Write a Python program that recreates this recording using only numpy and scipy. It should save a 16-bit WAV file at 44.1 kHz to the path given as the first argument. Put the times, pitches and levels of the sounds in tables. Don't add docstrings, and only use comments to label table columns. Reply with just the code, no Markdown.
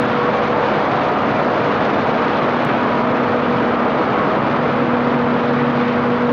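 import sys
import numpy as np
from scipy import signal
from scipy.fft import rfft, irfft
from scipy.io import wavfile
from scipy.ndimage import uniform_filter1d, minimum_filter1d

SR = 44100
rng = np.random.default_rng(int(sys.argv[2]) if len(sys.argv) > 2 else 0)


def file_out(sig):
    cols = np.atleast_2d(sig).T
    lim = np.clip(cols, -1, 1)
    pcm = np.round(lim * 32767).astype(np.int16)
    wavfile.write(sys.argv[1], SR, pcm)


N = 278712
T = np.arange(N) / SR
FREQS = np.maximum(np.arange(N // 2 + 1) * SR / N, 1)


def undb(db):
    return 10 ** (np.asarray(db) / 20)


def unit(x):
    return x / np.sqrt(np.mean(x ** 2))


def curves(table):
    times_s, *columns = np.transpose(table)
    return [np.interp(T, times_s, column) for column in columns]


def swell(peak_s, half_width_s):
    return np.exp(-((T - peak_s) / half_width_s) ** 2)


def walk(rate_hz):
    bins_hz = np.arange(len(FREQS)) * SR / N
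    return unit(irfft(rfft(rng.standard_normal(N)) / (1 + (bins_hz / rate_hz) ** 4), N))


def band(x, centre_hz, width_hz):
    return signal.lfilter(*signal.iirpeak(centre_hz, centre_hz / width_hz, fs=SR), x)


def tone(hz, waver, wander_rad, waver_hz):
    amplitude = np.sqrt(2) * (1 + waver * walk(waver_hz))
    return amplitude * np.sin(2 * np.pi * hz * T + wander_rad * walk(2) + 2 * np.pi * rng.random())


def impacts(per_s, spread_db, t60_s):
    hits = rng.random(N) < per_s / SR
    blows = hits * undb(spread_db * np.minimum(rng.exponential(size=N), 4))
    decay = undb(-60 / (t60_s * SR)) ** 2
    energy, _ = signal.lfilter([1 - decay], [1, -decay], blows ** 2, zi=[np.mean(blows ** 2)])
    return unit(np.sqrt(energy) * rng.standard_normal(N))


# centre_hz, width_hz, lift_db
STEEL_MODES = [(113, 5.3, 1), (196, 3.9, 1), (284, 9.4, 4), (434, 8.8, 3.5), (563.4, 9.2, 3), (632, 9, 6),
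               (697, 6.7, 2), (777, 5.5, 2.5), (968, 10, 3), (1109, 11, 3.5), (1218, 16, 3.5),
               (1315, 28, 0.5), (1360, 7.3, 2)]
def colour(x, spectrum):
    hz, db = np.transpose(spectrum)
    rolloff = np.minimum(hz[-1] / FREQS, 1) ** 16
    gain = undb(np.interp(np.log(FREQS), np.log(hz), db)) * rolloff
    for centre_hz, width_hz, lift_db in STEEL_MODES:
        gain = gain * (1 + (undb(lift_db) - 1) / (1 + 2j * (FREQS - centre_hz) / width_hz))
    return unit(irfft(rfft(x) * gain, N))


# time_s, facing_share (0 the hopper wall, 1 the feeders)
CAMERA_TURN = [(0, 0.075), (1.8, 0.1), (4.2, 0.26), (5.0, 0.69), (6.0, 0.7)]
def by_view(wall_db, feeder_db):
    facing, = curves(CAMERA_TURN)
    return undb(wall_db + facing * (feeder_db - wall_db))


def screening(above_db, below_db):
    dip_start_s, dip_end_s = 1.7, 3.3
    return undb(np.interp(T, [dip_start_s, dip_end_s], [above_db, below_db]))


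def tick(start_s=2.65, peak_db=-19.5):
    impulse = np.zeros(N)
    impulse[int(start_s * SR)] = undb(peak_db)
    return signal.lfilter([1], [1, -.6], impulse)


# frequency_hz, relative_db
CHIP_SPECTRUM = [(2000, -5), (3500, 2), (5000, -8.5), (6500, -13), (7300, -19.5), (8000, -32.5)]
def chips():
    snaps = colour(impacts(per_s=55, spread_db=1, t60_s=0.0098), CHIP_SPECTRUM)
    return snaps * screening(above_db=-54.5, below_db=-58.05)


# peak_s, half_width_s, pitch_hz, level_db
PLATE_TONES = [(0.3, .2, 1109, -33.5), (0.51, .18, 885, -27), (0.64, .2, 772, -31),
               (0.81, 0.17, 954, -30.5), (1.1, .4, 1220, -37.5), (1.81, .17, 630, -26),
               (2.95, .3, 971, -28.5), (2.95, .4, 1218, -36), (4.23, .3, 1109, -33), (4.4, .4, 1298, -35),
               (5.2, .3, 981, -38), (5.75, 0.34, 1115, -37)]
def plates(beat_hz=4.1):
    out = np.zeros(N)
    for peak_s, half_width_s, pitch_hz, level_db in PLATE_TONES:
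        phase = 2 * np.pi * pitch_hz * T
        ring = walk(beat_hz) * np.sin(phase) + walk(beat_hz) * np.cos(phase)
        out += ring * swell(peak_s, half_width_s) * undb(level_db)
    return out


# harmonic_number, wall_db, feeder_db
DRIVE_HARMONICS = [(1, -49.5, -49.5), (2, -39.5, -30.5), (3, -32, -34.5), (4, -40.5, -44), (6, -43.5, -49),
                   (8, -48.5, -38), (9, -42.5, -49)]
def drive(fundamental_hz=70.42, mains_hum_hz=100):
    hum = sum(tone(k * fundamental_hz, waver=0.23, wander_rad=0.81, waver_hz=3) * by_view(*levels_db)
              for k, *levels_db in DRIVE_HARMONICS)
    return hum + tone(mains_hum_hz, waver=0.19, wander_rad=0.2, waver_hz=3) * undb(-46.5)


def clinks(count, low_hz, high_hz, t60_s, spread_db):
    t = np.arange(2048) / SR
    out = np.zeros(N + len(t))
    onset = 1 - np.exp(-t / .002)
    for when, pitch, size, ring in rng.random((count, 4)):
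        start = int(when * N)
        hz = low_hz + pitch * (high_hz - low_hz)
        strength = undb(spread_db * min(-np.log(1 - size), 3))
        decay = np.exp(-np.log(1000) * t / (t60_s * (.5 + ring)))
        out[start:start + len(t)] += strength * onset * decay * np.sin(2 * np.pi * hz * t)
    return unit(out[:N])


# frequency_hz, relative_db
ORE_SPECTRUM = [(700, -14.5), (1500, 5.5), (2300, 3), (2800, -4), (3500, -5), (4300, -11), (5000, -16.5),
                (5700, -21.5), (6500, -26.5), (7100, -35.5), (7600, -55.5)]
def ore_rattle(blows):
    return colour(blows, ORE_SPECTRUM)


# peak_s, half_width_s, centre_hz, level_db
ORE_SLIDES = [(0.14, 0.07, 3250, -37), (0.14, .08, 1990, -34.5), (0.75, 0.057, 1110, -34),
              (0.97, .05, 3670, -39), (1.37, 0.048, 2000, -33), (1.83, 0.034, 3400, -38.5),
              (2.36, .08, 3050, -34), (2.73, 0.11, 2600, -34.5), (3.45, .035, 2950, -35),
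              (4.12, 0.13, 1144, -33), (4.43, 0.04, 2000, -36), (4.76, 0.093, 2600, -38),
              (5.59, 0.06, 1990, -31), (5.9, 0.13, 2170, -34.5)]
def surges(relative_bandwidth=0.41):
    scrape = ore_rattle(impacts(per_s=1400, spread_db=-0.5, t60_s=0.08))
    return sum(unit(band(scrape, hz, hz * relative_bandwidth)) * swell(peak_s, half_width_s) * undb(db)
               for peak_s, half_width_s, hz, db in ORE_SLIDES)


# frequency_hz, relative_db
BELT_SPECTRUM = [(20, -41), (42, -29), (62, -10.5), (80, -7.5), (110, 4), (155, 6), (210, 1.5), (330, -1),
                 (700, -58.5)]
# time_s, gain_db
ORE_FLOW = [(0, -1), (1.0, 1), (1.17, -1.5), (1.35, 0), (2.9, 0.4), (3.2, -1), (3.8, -0.5), (4.1, 0.1),
            (4.9, -1), (5.28, -1), (5.55, -0.3), (5.95, 0.5), (6.15, -2)]
def conveyor():
    rumble = colour(impacts(per_s=900, spread_db=3.5, t60_s=0.079), BELT_SPECTRUM)
    knocks = clinks(count=3000, low_hz=799, high_hz=5192, t60_s=0.072, spread_db=1.5)
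    stones = ore_rattle(impacts(per_s=1300, spread_db=3, t60_s=0.068) + undb(-13) * knocks)
    grit = signal.sosfilt(signal.butter(1, 3800, "high", fs=SR, output="sos"), stones)
    coarse = stones - grit
    flow = undb(curves(ORE_FLOW)[0] + 0.43 * walk(4.9))
    spill = (coarse + grit * screening(above_db=3.5, below_db=-0.05)) * flow
    return rumble * by_view(wall_db=-30, feeder_db=-28) + spill * by_view(wall_db=-32, feeder_db=-31.5)


# time_s, shaft_order, half_width_s, gain_db
WAVE_CROSSINGS = [(0.72, 20, 0.15, -19), (1.3, 20, 0.35, -1.5), (4.19, 20, 0.25, -11), (4.68, 20, 0.15, -4),
                  (5.42, 20, 0.065, -3.5), (6.2, 20, 0.2, 1.5), (1.1, 40, 0.28, -14), (2.15, 40, 0.36, -4),
                  (2.8, 40, 0.23, -18), (3.94, 40, 0.26, -7), (3.24, 40, 0.14, 1), (0.091, 40, 0.2, 3),
                  (4.48, 40, 0.21, -20), (6.3, 40, 0.08, 3.5), (1.8, 41, 0.6, -12.5), (6.1, 40, 0.35, 1.6),
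                  (3, 20, 0.5, 0.5), (1.2, 60, 0.53, 12.5)]
def standing_wave(order):
    return undb(sum(gain_db * swell(time_s, half_width_s)
                    for time_s, k, half_width_s, gain_db in WAVE_CROSSINGS if round(k) == order))


# shaft_order (multiple of the shaft rate), wall_db, feeder_db
GEAR_PARTIALS = [(20.73, -42, -41.5), (41.04, -33, -38), (60.1, -41.5, -49), (79.4, -41, -46.5),
                 (99.6, -41, -48.5)]
def gearbox(shaft_hz=12.1, teeth=20):
    mesh_hz = shaft_hz * teeth
    mesh = tone(mesh_hz, waver=0.045, wander_rad=0.044, waver_hz=10) * standing_wave(teeth)
    mesh *= by_view(wall_db=-31, feeder_db=-24) * screening(above_db=0, below_db=5.5)
    octave = tone(2 * mesh_hz, waver=0.18, wander_rad=0.25, waver_hz=9.2) * standing_wave(2 * teeth)
    out = mesh + octave * by_view(wall_db=-26.5, feeder_db=-25.5)
    for order, wall_db, feeder_db in GEAR_PARTIALS:
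        partial = tone(order * shaft_hz, waver=0.42, wander_rad=0.84, waver_hz=11)
        out += partial * by_view(wall_db, feeder_db) * standing_wave(round(order))
    return out


# frequency_hz, relative_db
MILL_SPECTRUM = [(100, -23), (170, -6.5), (280, 1.5), (390, 0.2), (560, 1.04), (850, -0.9), (1300, -2.5),
                 (1650, -9.5), (2100, -16.5), (3000, -22), (5000, -50.5)]
# time_s, cavity_db, wall_db
HOPPER_LIFTS = [(0.2, -3, -0.7), (0.8, 0.5, 1.5), (1.9, -1, 1), (2.7, -1, 0), (3.5, -0.5, -1),
                (4.2, 0.5, 1), (5.0, 0.2, 0.6), (5.8, -3, -1)]
def mill():
    roar = colour(impacts(per_s=2600, spread_db=2, t60_s=0.14), MILL_SPECTRUM)
    cavity_db, wall_db = curves(HOPPER_LIFTS)
    cavity = band(roar, centre_hz=280, width_hz=260) * (undb(cavity_db) - 1)
    wall = band(roar, centre_hz=730, width_hz=378) * (undb(wall_db) - 1)
    return (roar + cavity + wall) * by_view(wall_db=-17.5, feeder_db=-19.8)


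def scene():
    return (mill() + conveyor() + surges() + chips() + gearbox() + drive() + plates() + tick())[None]


def record(dry):
    target_db, window_s, swing_share = -15.5, 0.15, 0.47
    ceiling, cutoff_hz = 0.49, 15800
    rms = np.sqrt(uniform_filter1d(dry ** 2, size=int(window_s * SR)))
    even = dry * (undb(target_db) / rms) ** swing_share
    limiter_gain = minimum_filter1d(ceiling / np.maximum(np.abs(even), ceiling), size=500)
    smooth_gain = uniform_filter1d(uniform_filter1d(limiter_gain, size=250), size=250)
    return signal.sosfilt(signal.ellip(8, .2, 70, cutoff_hz, fs=SR, output="sos"), even * smooth_gain)


dry = scene()
out = record(dry)
file_out(out)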